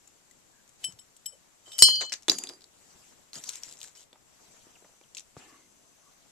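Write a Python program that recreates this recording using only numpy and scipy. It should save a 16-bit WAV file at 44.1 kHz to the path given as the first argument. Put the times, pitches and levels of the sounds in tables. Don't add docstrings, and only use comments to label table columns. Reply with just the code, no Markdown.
import sys
import numpy as np
from scipy import signal
from scipy.fft import rfft, irfft
from scipy.io import wavfile
from scipy.ndimage import uniform_filter1d

SR = 44100
rng = np.random.default_rng(int(sys.argv[2]) if len(sys.argv) > 2 else 0)


def volts_from_db(level):
    exponent = np.asarray(level, float) / 20
    return 10 ** exponent


def unload_wav(signal):
    wavfile.write(
        sys.argv[1],
        SR,
        np.round(np.clip(np.atleast_2d(signal).T, -1, 1) * 32767).astype(np.int16),
    )


N = 278384

# f/Hz, level/dB per Hz
HISS = [(20, -7), (150, -1), (300, -3), (700, -5), (1700, -10.5), (2500, -11.5), (4000, -15), (5200, -12),
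        (6100, -7.5), (6700, -7), (7500, -2.5), (8500, -12), (9800, -15), (14000, -18.5)]
# f/Hz, left-right level/dB; then f/Hz, left lead/rad
PORT_DB = [(60, -3), (110, 0), (200, 4.5), (360, 6.5), (660, 3), (1210, 2.5), (2210, 2), (4040, -3),
           (7370, 7), (13400, 9.5)]
PORT_LEAD = [(0, -0.5), (690, 0.14), (3100, -0.57), (3790, -0.83), (4310, 1.96), (5340, 1), (6200, 1.5),
             (7240, 1.0), (8270, 1.1), (9470, 5), (11200, -0.5), (12100, 0.5), (12700, 1), (13600, -4)]
# f/Hz, t60/s
ROOM = [(200, 0.04), (2000, 0.16), (8000, 0.14), (14000, 0.058)]

# peak t/s, rise/s, fall/s, lift/dB, weight/0-1
RUSTLES = [(.83, 0.045, 0.13, 14, 0.25), (1.68, 0.043, 0.23, 11.5, 0.2), (1.818, 0.072, 0.011, 9.5, 0),
           (1.828, 0.005, 0.32, 29, .1), (2.981, .3, 0.36, 8.5, 0.29), (3.336, 0.005, 0.043, 14.5, 0.28),
           (3.376, 0.042, 0.032, 13.5, 0.22), (3.36, .026, .12, 9.5, .2), (3.468, 0.11, 0.2, 19, 0.12),
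           (3.561, 0.072, 0.11, 8, 0.2), (3.68, 0.067, 0.1, 18, 0.25), (3.84, 0.116, 0.11, 11, 0.02),
           (3.959, 0.0121, 0.085, 12, 0), (4.03, 0.05, 0.035, 2.5, 0), (4.08, 0.047, 0.21, -4.5, 0),
           (4.5, 0.23, 0.48, 8, 0.48), (6.3, 0.46, .11, 2, 0)]
# peak t/s, rise/s, fall/s, lift/dB, weight/0-1
SCRAPES = [
    (2.011, 0.0068, 0.063, 27.5, 0.35),
    (2.124, 0.0075, 0.072, 30.5, 0.06),
    (2.287, .004, 0.1, 27, 0.2),
    (2.41, 0.11, 0.19, 10.5, 0.26),
    (5.378, 0.013, 0.29, 10.5, 0.31),
]
# f/Hz; then the share of the lift in each, for light and heavy strokes
STIR_HZ = [300, 1900, 6500, 12000]
RUSTLE_SHARE = [0.16, 0.49, 0.93, .55]
SCRAPE_SHARE = [0.066, 1, 0.97, 0.26]
HEAVY_SHARE = [0.9, 0.85, .3, .3]

# t/s, level/dB, f/Hz, length/s
SQUEAKS = [(.53, -72, 1650, .09), (.86, -66, 120, .11), (1.32, -64, 540, .04), (1.84, -66, 125, .22),
           (6.03, -68, 1120, .07), (5.475, -65, 1150, .1), (5.385, -68, 810, .11), (5.385, -69, 1740, .17),
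           (5.385, -72, 2800, .2), (5.39, -75, 2080, .3), (4.4, -73, 6000, .75), (5.35, -73, 6200, .95),
           (4.6, -80, 9500, 1.7)]
# t/s, peak level/dB, f/Hz, t60/s
BUMPS = [(.882, -51, 126, .07), (1.677, -49, 470, .035), (1.822, -34.5, 95, .05), (2.296, -29, 390, .028),
         (3.36, -49, 210, .19), (4.156, -51, 700, .03), (4.5, -61, 120, .05), (4.667, -48, 260, .015),
         (4.768, -57, 800, .02), (4.822, -51, 560, .025), (4.844, -49, 720, .08), (4.892, -55, 630, .03),
         (4.936, -56, 700, .04), (5.011, -57, 600, .02), (5.366, -39, 200, .02), (5.366, -41, 650, .015)]
# t/s, level/dB, f/Hz, relative width, t60/s
BOOMS = [
    (2.284, -39, 385, .35, .3),
    (2.29, -44, 250, .3, .55),
    (2.385, -54, 790, .2, .2),
    (2.445, -55, 790, .2, .15),
    (2.43, -54, 350, .3, .6),
    (5.39, -63, 290, .5, 1.6),
]
# t/s, level/dB, from f/Hz, to f/Hz, length/s
FLICKS = [(4.753, -53.5, 3090, 1600, 0.02), (5.036, -56, 3390, 2300, .014)]

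# start t/s, end t/s, level/dB
CRACKLES = [(3.331, 3.39, -43.5), (3.409, 3.49, -46.5), (3.497, 3.59, -45), (3.641, 3.74, -48),
            (3.801, 3.9, -48.5), (3.95, 4.04, -51.5)]
# f/Hz, level/dB per Hz
TICK_COLOUR = [(200, -37.5), (500, -11.5), (1900, -8.5), (3000, -7), (5600, -4.5), (7500, -2), (9000, -7),
               (11000, -21), (15000, -18)]
# t/s, peak level/dB, ring f/Hz
CREASES = [(3.3844, -38, 5250), (3.5004, -31, 5770), (3.5084, -41, 5580), (3.5252, -41, 7300),
           (3.5674, -47, 7640), (3.5851, -46, 7260), (3.6662, -45, 7300), (3.6827, -44, 7300),
           (3.6963, -40, 7330), (3.7371, -48, 6870), (3.7544, -44, 7600), (3.77, -41, 5700),
           (3.7774, -44, 7340), (3.7884, -39.5, 7500), (3.8534, -40, 5850), (3.8713, -49, 6000),
           (3.8824, -50, 7370), (3.9134, -53, 6650), (3.9604, -48, 5590), (3.9754, -44, 7500),
           (3.9944, -45.5, 7390), (4.0063, -49, 7630), (4.0203, -46, 7380), (4.0384, -48.5, 7560)]
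# t/s, peak level/dB, ring f/Hz
BAG_TICKS = [(3.3312, -32, 4330), (3.3403, -34.5, 6490), (3.3547, -28.5, 5000), (3.438, -27.5, 5900),
             (3.4705, -39, 5830), (3.4884, -27.5, 5600), (3.4909, -21, 6360), (3.5551, -28, 7100),
             (3.6333, -25, 5800), (3.537, -38, 5500), (3.625, -43, 8500), (3.711, -36, 7400),
             (3.6894, -37.5, 5520), (3.7242, -33.5, 7400), (3.8034, -38.5, 5420), (3.8141, -30.5, 3430),
             (3.8289, -30.5, 6420), (3.8401, -29.5, 7600), (3.8444, -37, 1700), (3.8614, -53, 7290),
             (3.9514, -46, 5200)]
# t/s, peak level/dB, ring f/Hz
FINGER_TICKS = [(5.1477, -31.5, 7260), (5.1514, -39, 6760), (5.1687, -28.5, 2670), (5.1733, -32.5, 7340),
                (5.1795, -30, 5770), (5.1834, -34, 3470), (5.1904, -49, 8370), (5.1944, -33, 7260),
                (5.2044, -38, 5930), (5.012, -49.5, 2388), (5.38, -52, 5200)]
# t/s, peak level/dB, ring f/Hz
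TABLE_KNOCKS = [(1.885, -23, 1000), (1.91, -34, 2020), (2.2818, -11.5, 3500), (2.3165, -18, 6740),
                (2.4954, -31.5, 3480), (2.5344, -41, 4700), (4.1288, -42, 3554)]
# t/s, peak level/dB, ring f/Hz
RATTLE_TICKS = [(2.009, -27, 6500), (2.02, -26, 6500), (2.049, -34, 6500), (2.063, -35, 6950),
                (2.095, -35, 4990), (2.121, -19.5, 2040), (2.1274, -22.5, 5700), (2.137, -19.5, 4430),
                (2.2307, -43.5, 5850), (2.2958, -6, 4700), (2.3836, -25, 6800), (2.4363, -24, 7060),
                (2.438, -30, 2550), (2.386, -29, 2950), (2.2853, -17, 3500), (2.343, -33, 1800),
                (2.4707, -31, 3640), (2.4893, -31, 4790), (2.607, -48.5, 4410), (2.618, -47, 4400),
                (2.222, -46, 6800), (2.6403, -42, 4600)]
# t/s, peak level/dB, ring f/Hz
SNAPS = [(.6768, -47.5, 6700), (.8462, -27.5, 7800), (2.3872, -25.5, 8300), (3.4925, -24.5, 7500),
         (3.5575, -32.5, 6400), (3.441, -34, 7500), (3.568, -44, 10500), (3.8305, -34, 7500),
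         (1.8225, -12, 2700), (1.8245, -11, 5600), (2.3845, -30, 12500), (2.4368, -33, 9800),
         (2.297, -20, 12500), (1.2605, -33, 8500), (.8415, -30, 12000), (1.261, -36, 13000)]
# t/s, peak level/dB, ring f/Hz
GLASS_TICKS = [(.0741, -45, 7150), (.31, -45, 7300), (.6906, -47, 7160), (.8409, -21, 2983),
               (.9875, -45, 3700), (1.1647, -43.5, 8000), (1.2568, -37, 3800), (1.2598, -33, 12500),
               (1.718, -35, 3600), (1.7314, -36.5, 3800), (1.75, -45, 8000), (1.7814, -23, 11300),
               (1.7878, -15.5, 4700), (1.8218, -6, 5200), (1.8224, -5, 7400), (1.956, -29.5, 5300),
               (.922, -43, 6500)]

# f/Hz, level/dB, t60/s, left-right level/dB, left lead/rad
HELD = [(3032, 0, 0.102, 1, -0.3), (5416, -18, 0.137, 8, 1.3), (5394, -13, 0.153, 10, 1.3),
        (7838, -2, 0.11, 15, 1.2), (9954, -12, 0.101, 14, -1.1), (10710, -12, 0.077, 20, -0.3),
        (11160, -23, 0.125, 2, -0.1), (13110, -37, 0.101, 20, -0.5), (13850, -34, 0.098, 20, 1.3)]
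TAPPED = [(3036, -9, .085, 3, -.5), (5394, -9, .15, 2, 1.6), (5427, -11, .12, 2, 1.6),
          (7840, -3.5, .15, 12, 1.2), (12390, -10, .035, 12, 0), (13630, -12, .03, 12, 0)]
NUDGED = [(3022, -9, 0.689, 0, -0.3), (4780, -7, 1.0, 0, 0.8), (5394, -12, 0.885, -17, 2.4),
          (5780, -16, 0.153, -2, 0.9), (6420, -20, 1.0, -4, 1.0), (6755, -9, 1.0, 12, 0.5),
          (7655, -21, 0.108, 16, -2.2), (7806, 0, 0.088, 9, 1.1), (9943, -11, 0.12, 7, -0.9),
          (10680, -16, 1.0, 10, 0.2), (11050, -4, 0.345, 9, -2.1), (11245, -21, 1.0, 2, -1.8)]
CLASHED = [(3020, -20, .62, 0, -.2), (3148, -16, .49, -7, 2.1), (4183, -24, .55, 5, .6),
           (4217, -12.5, .55, 9, -2), (4428, -22, .09, 2, 0), (5393, -8, .17, -1, 1.5),
           (5410, -24, .2, -2, 1.5), (7810, -20, .17, 16, 2.3), (8500, 5, .017, 8, -.9),
           (8549, -11, .14, 6, -.8), (6200, -11, .035, 2, 1.8), (9943, -40, .18, 15, -.3),
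           (12530, -23, .07, 19, -2.8), (4200, -4, .035, 8, -1)]
NEIGHBOUR = [(4757, -12, .25, -4, -.7), (4781, -28, .9, 0, -.7), (5790, -36, .23, -5, .1),
             (6403, -28, .4, 1, 1.1), (6748, -25, .3, 4, 1.5), (10660, -36, .3, 14, -2),
             (10748, -31, .36, 14, -1), (11053, -30, .25, 12, -.5), (11244, -25, .26, 14, -1.9),
             (13845, -22, .1, 14, -1.5), (13700, -23, .06, 13, -1)]
GRAZED = [(3050, 0, .25, -1.5, -.3), (3140, -0.5, .5, -6, 2.3), (4780, -10.5, .6, -4, -0.54),
          (5400, -5, .35, -2, 1.7), (6420, -14, .3, 0.5, 1.1), (7700, -3.5, .35, 12.5, 1.2),
          (8393, -8, .2, 8, -.4), (10710, -13.5, .12, 14, -.3)]
SET_DOWN = [(4790, -5.5, 0.93, -8, 0.5), (6070, 7, 0.11, -6, -0.5), (6360, -12.5, 0.77, -8, -7),
            (6800, -5.5, 0.49, 5, -1), (10750, -14.5, 0.83, 12, -2), (11250, -15, 0.36, 24, -4)]
# f/Hz, level/dB, t60/s, left-right level/dB, left lead/rad
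RIM = [(7490, 0, 0.032, 14, 1.2)]
BASE = [(4735, 0, 0.0124, -2, .5), (3970, -6, 0.021, -2, 0.65)]
CAP = [(1990, 0, 0.025, 2, -.3)]
TILTED = [(4748, 0, 1, -6, -.7)]
SHOULDER = [(9959, 0, .09, 14, -1.1), (11180, -2, .12, 10, -.3)]
TWIN = [(8583, 0, .14, 8, -.5)]

# t/s, strength level/dB, brightness/dB per octave, ring length factor, stopped after/s
HELD_BLOWS = [
    (0.834, -41, 0, 1.25, 0.016),
    (0.8433, -25.5, 0.4, 1.21, .3),
    (1.321, -50.5, 3, 0.94, .2),
    (1.782, -32.5, 1.5, 1.01, .2),
    (3.971, -52.5, -16.5, 1.22, 0.25),
]
TAPPED_BLOWS = [(.9895, -41, -1.5, .8, .3), (1.2585, -29.5, 0.1, 1.01, .045)]
NUDGED_BLOWS = [(1.789, -21, 0.11, 1.1, .03)]
CLASHED_BLOWS = [
    (1.8221, 0.1, 0.1, 0.96, 0.28),
]
NEIGHBOUR_BLOWS = [
    (1.8222, -1.5, 1.42, 1.01, 0.18),
    (2.021, -32.5, -8.5, 2.17, 0.098),
]
GRAZED_BLOWS = [(1.657, -53.5, -2, .8, .2), (1.695, -56.5, 4, 1, .2), (1.718, -48.5, 2.4, 1.1, .1),
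                (1.733, -50, 0.97, 1.1, .1)]
SET_DOWN_BLOWS = [
    (2.2967, -33.5, 0.1, 0.98, 0.25),
]
RIM_BLOWS = [(1.2618, -21, 0, 0.9, .1), (.993, -39, 0, 1, .1)]
BASE_BLOWS = [(2.2964, -5.5, 0, 1, .1)]
CAP_BLOWS = [(.3102, -44, 0, 0.82, .1)]
TILTED_BLOWS = [(1.938, -29, 0, 1, .075)]
SHOULDER_BLOWS = [(1.26, -44, 0, 1, .1), (.9895, -56, 0, 1, .1)]
TWIN_BLOWS = [(1.82217, -11.5, 0, 1, .28)]


def evened(x):
    return x / np.sqrt(np.mean(x ** 2) + 1e-20)


def read(points, hz):
    f, value = np.transpose(points)
    return np.interp(np.log(hz + 1), np.log(f + 1), value)


def add(mix, s, sound):
    part = mix[:, round(s * SR):][:, :sound.shape[1]]
    part += sound[:, :part.shape[1]]


def panned(db):
    pair = volts_from_db(np.array([[db / 2], [-db / 2]]))
    return pair / np.sqrt(np.mean(pair ** 2))


def band(x, hz, width):
    return signal.lfilter(*signal.iirpeak(np.clip(hz, 30, 15000), 1 / max(width, .02), SR), x)


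def causal(db):
    log_gain = np.log(volts_from_db(np.concatenate([db, db[-2:0:-1]])))
    return volts_from_db(db) * np.exp(-1j * signal.hilbert(log_gain).imag[:len(db)])


def ports(hz):
    return volts_from_db(-read(PORT_DB, hz)) * np.exp(-1j * read(PORT_LEAD, hz))


def room(x):
    taps = np.zeros((2, SR // 2))
    at = np.arange(100, SR // 2 - 20, 20)
    at = at + rng.integers(0, 20, (2, len(at)))
    np.put_along_axis(taps, at, rng.choice([-1., 1.], at.shape), 1)
    hz, t, z = signal.stft(taps, SR, nperseg=128)
    tail = signal.istft(z * volts_from_db(-60 * t / read(ROOM, hz)[:, None]), SR, nperseg=128)[1]
    return signal.fftconvolve(x, tail / np.linalg.norm(tail[0]), axes=1)[:, :N]


def stirring(t, hz):
    lift = np.zeros((len(STIR_HZ), len(t)))
    for share, strokes in ((RUSTLE_SHARE, RUSTLES), (SCRAPE_SHARE, SCRAPES)):
        for s, rise, fall, db, weight in strokes:
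            colour = (1 - weight) * np.array(share) + weight * np.array(HEAVY_SHARE)
            lift += db * np.outer(colour, np.interp(t, [s - rise, s, s + fall], [0, 1, 0]))
    weights = np.array([read(list(zip(STIR_HZ, row)), hz) for row in np.eye(len(STIR_HZ))])
    return weights.T @ lift * np.clip(hz / 250, 0, 1)[:, None]


def background():
    hiss_db = -62
    frames, hz = N // 64 + 9, np.fft.rfftfreq(256, 1 / SR)
    lift_db = stirring(np.arange(frames) * 64 / SR, hz)
    busy = np.clip(lift_db / 12, 0, 1)
    a, b, c, d, patches = rng.standard_normal((frames, len(hz), 5)).T
    flicker = evened(uniform_filter1d(rng.standard_normal(frames), 3))
    patches = evened(uniform_filter1d(uniform_filter1d(patches, 5, 0), 20, 1))
    same = np.clip(0.29 * busy, 0, 1)
    left = a + 1j * b
    right = ports(hz)[:, None] * (same * left + np.sqrt(1 - same ** 2) * (c + 1j * d))
    pair = np.array([left, right])
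    floor_db = read(HISS, hz)[:, None]
    quiet = signal.istft(pair * volts_from_db(floor_db), nperseg=256, noverlap=192)[1]
    ragged_db = (1.05 + 4.1 * busy) * patches + 0.5 * busy * flicker
    stirred = signal.istft(pair * volts_from_db(floor_db + lift_db + ragged_db), nperseg=256, noverlap=192)[1]
    return volts_from_db(hiss_db) * stirred[:, :N] / quiet.std()


def squeaks():
    out = np.zeros((2, N))
    for s, db, hz, length in SQUEAKS:
        noise = rng.standard_normal((2, round(length * SR)))
        tone = band(noise[0] + .4 * noise, hz, 0.048 + 55 / hz)
        tone = evened(band(tone, hz, 0.099 + 55 / hz))
        add(out, s, volts_from_db(db) * tone * signal.windows.tukey(noise.shape[1], .25))
    return out


def bumps():
    out, t = np.zeros((2, N)), np.arange(6000) / SR
    for s, db, hz, t60 in BUMPS:
        push = (t == 0) + 0.3 * rng.standard_normal(len(t)) * volts_from_db(-60 * t / t60)
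        push = band(band(push, hz, 1.1), hz, 1.3)
        add(out, s + .001, volts_from_db(db) * panned(1.5) * push / abs(push).max())
    return out


def booms():
    out, t = np.zeros((2, N)), np.arange(24000) / SR
    for s, db, hz, width, t60 in BOOMS:
        noise = rng.standard_normal((2, len(t)))
        hum = evened(band(band(noise[0] + .35 * noise, hz, width), hz, .7))
        add(out, s, volts_from_db(db - 60 * t / t60) * np.minimum(t / .004, 1) * hum)
    return out


def flicks():
    out = np.zeros((2, N))
    for s, db, from_hz, to_hz, length in FLICKS:
        u = np.arange(round(length * SR)) / (length * SR)
        hz = (from_hz + (to_hz - from_hz) * u) * (1 + .15 * rng.standard_normal(len(u)))
        swell = volts_from_db(db - 9.9 * u) * np.sin(np.pi * u ** .5)
        add(out, s, panned(2.5) * swell * np.sin(2 * np.pi * np.cumsum(hz) / SR))
    return out


def crackle():
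    pops_per_s, spread_db, tilt_db = 500, 3.5, 3.5
    t, hz = np.arange(N) / SR, np.fft.rfftfreq(256, 1 / SR)
    chance, size, side = rng.random((N, 3)).T
    level = sum(volts_from_db(db) * (t > start) * (t < end) for start, end, db in CRACKLES)
    pops = level * (chance < pops_per_s / SR) * volts_from_db(-spread_db * np.log(size + 0.0101)) * np.sign(side - .5)
    colour = causal(read(TICK_COLOUR, hz) + tilt_db * np.log2(hz / 6000 + .05))
    click = irfft(colour * np.array([np.ones(len(hz)), ports(hz)]))
    click = np.roll(click, 30, axis=1)
    return signal.oaconvolve(pops[None], click / abs(click.mean(0)).max(), axes=1)[:, :N]


def ticks(rows, thud_db, thud_loss, top_db, top_loss, snap_t60):
    out, t = np.zeros((2, N)), np.arange(3000) / SR
    hz_axis = np.fft.rfftfreq(len(t), 1 / SR)
    pair = np.array([np.ones(len(hz_axis)), ports(hz_axis)])
    top = np.clip((hz_axis - 8500) / 2000, 0, 1)
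    low = np.clip(np.log2(2600 / (hz_axis + 1)) * 2, 0, 1)
    late, lead_in = .0004, 30
    fade_out = signal.windows.tukey(2 * len(t), .5)[len(t):]
    fade = volts_from_db(-60 * t / snap_t60) + volts_from_db(-20 - 60 * t / 0.07)
    for s, db, hz in rows:
        own_thud_db = thud_db - thud_loss * (db + 35.0)
        own_top_db = top_db - top_loss * (db + 32.5)
        shared, own, lumps = rng.standard_normal((3, len(t)))
        crunch = volts_from_db(3.2 * evened(uniform_filter1d(lumps, 20))) * fade
        impulse = 3 * np.exp(-t / .00005) * np.sign(shared[0])
        blow = crunch * np.array([shared, 0.42 * shared + .5 * own]) + impulse
        ripple = uniform_filter1d(uniform_filter1d(lumps[:len(hz_axis)], 40), 40)
        away = np.log(hz_axis / hz + 1e-9)
        focus_db = 9 * np.exp(-(away / 0.22) ** 2) + 5.0 * np.exp(-(away / 0.032) ** 2)
        focus_db -= 2.4 * abs(np.log2(np.clip(hz_axis / hz, .1, 1)))
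        colour_db = read(TICK_COLOUR, hz_axis) + 1.2 * evened(ripple) + focus_db
        colour_db += low * .5 * (own_thud_db + 30.5) + top * (own_top_db + 31.5)
        spectrum = rfft(np.roll(blow, lead_in, axis=1)) * causal(colour_db) * pair
        bright = irfft(spectrum, len(t)) * fade_out
        push = np.roll(blow[0] + 1.2 * shared * volts_from_db(-60 * t / 0.075), lead_in)
        thud = band(band(push, 350, 1.5), 720, 2.9)
        sound = bright / abs(bright.mean(0)).max() + volts_from_db(own_thud_db + 4.0) * thud / abs(thud).max()
        add(out, s + late, volts_from_db(db + 1.3) * sound)
    return out


def clutter():
    return (ticks(CREASES, thud_db=-40, thud_loss=.1, top_db=-26, top_loss=.1, snap_t60=.004)
            + ticks(BAG_TICKS, thud_db=-38, thud_loss=.97, top_db=-26, top_loss=-.33, snap_t60=.006)
            + ticks(FINGER_TICKS, thud_db=-42.5, thud_loss=2.16, top_db=-32.5, top_loss=.1, snap_t60=.0121)
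            + ticks(TABLE_KNOCKS, thud_db=-14, thud_loss=.14, top_db=-27.5, top_loss=.1, snap_t60=.0092)
            + ticks(RATTLE_TICKS, thud_db=-27.5, thud_loss=.26, top_db=-32, top_loss=.2, snap_t60=.014)
            + ticks(GLASS_TICKS, thud_db=-34.5, thud_loss=.21, top_db=-21.5, top_loss=.11, snap_t60=.023))


def snaps():
    return ticks(SNAPS, thud_db=-42, thud_loss=.1, top_db=-20, top_loss=.1, snap_t60=.005)


def ring(modes, blows):
    hard_rise_s, softening = .0005, .36
    sway_depth_db = 1.8
    out = np.zeros((2, N))
    for s, db, tilt_db, length, stop in blows:
        t = np.arange(round((stop + .12) * SR)) / SR
        rise = 1 - np.exp(-t / (hard_rise_s * volts_from_db(-softening * db)))
        shape = rise * volts_from_db(-450 * np.maximum(t - stop, 0))
        for hz, mode_db, t60, pan_db, lead in modes:
            turn = 2 * np.pi * hz * t - np.array([[0], [lead]])
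            rate, start = rng.random((2, 2, 1))
            sway_db = sway_depth_db * np.sin(2 * np.pi * ((8 + 25 * rate) * t + start))
            bright_db = tilt_db * np.log2(hz / 3000)
            level = volts_from_db(db + mode_db + sway_db + bright_db - 60 * t / (t60 * length))
            add(out, s, panned(pan_db) * shape * level * np.sin(turn))
    return out


def chinks():
    return (ring(RIM, RIM_BLOWS) + ring(BASE, BASE_BLOWS) + ring(CAP, CAP_BLOWS)
            + ring(TILTED, TILTED_BLOWS) + ring(SHOULDER, SHOULDER_BLOWS) + ring(TWIN, TWIN_BLOWS))


def jars():
    return (ring(HELD, HELD_BLOWS) + ring(TAPPED, TAPPED_BLOWS) + ring(NUDGED, NUDGED_BLOWS)
            + ring(CLASHED, CLASHED_BLOWS) + ring(NEIGHBOUR, NEIGHBOUR_BLOWS)
            + ring(GRAZED, GRAZED_BLOWS) + ring(SET_DOWN, SET_DOWN_BLOWS))


def scene():
    glass = jars()
    knocks = clutter() + bumps() + booms() + flicks() + squeaks()
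    small = chinks() + snaps() + crackle()
    tail = volts_from_db(-13.5) * room(knocks + volts_from_db(-11.0) * glass) + volts_from_db(-15.5) * room(small)
    return background() + knocks + small + glass + tail


def roll_off(x):
    return signal.sosfilt(signal.butter(12, 14040, fs=SR, output="sos"), x)


def record(dry):
    mix = np.clip(dry, -1, 1)
    return roll_off(mix)


dry = scene()
out = record(dry)
unload_wav(out)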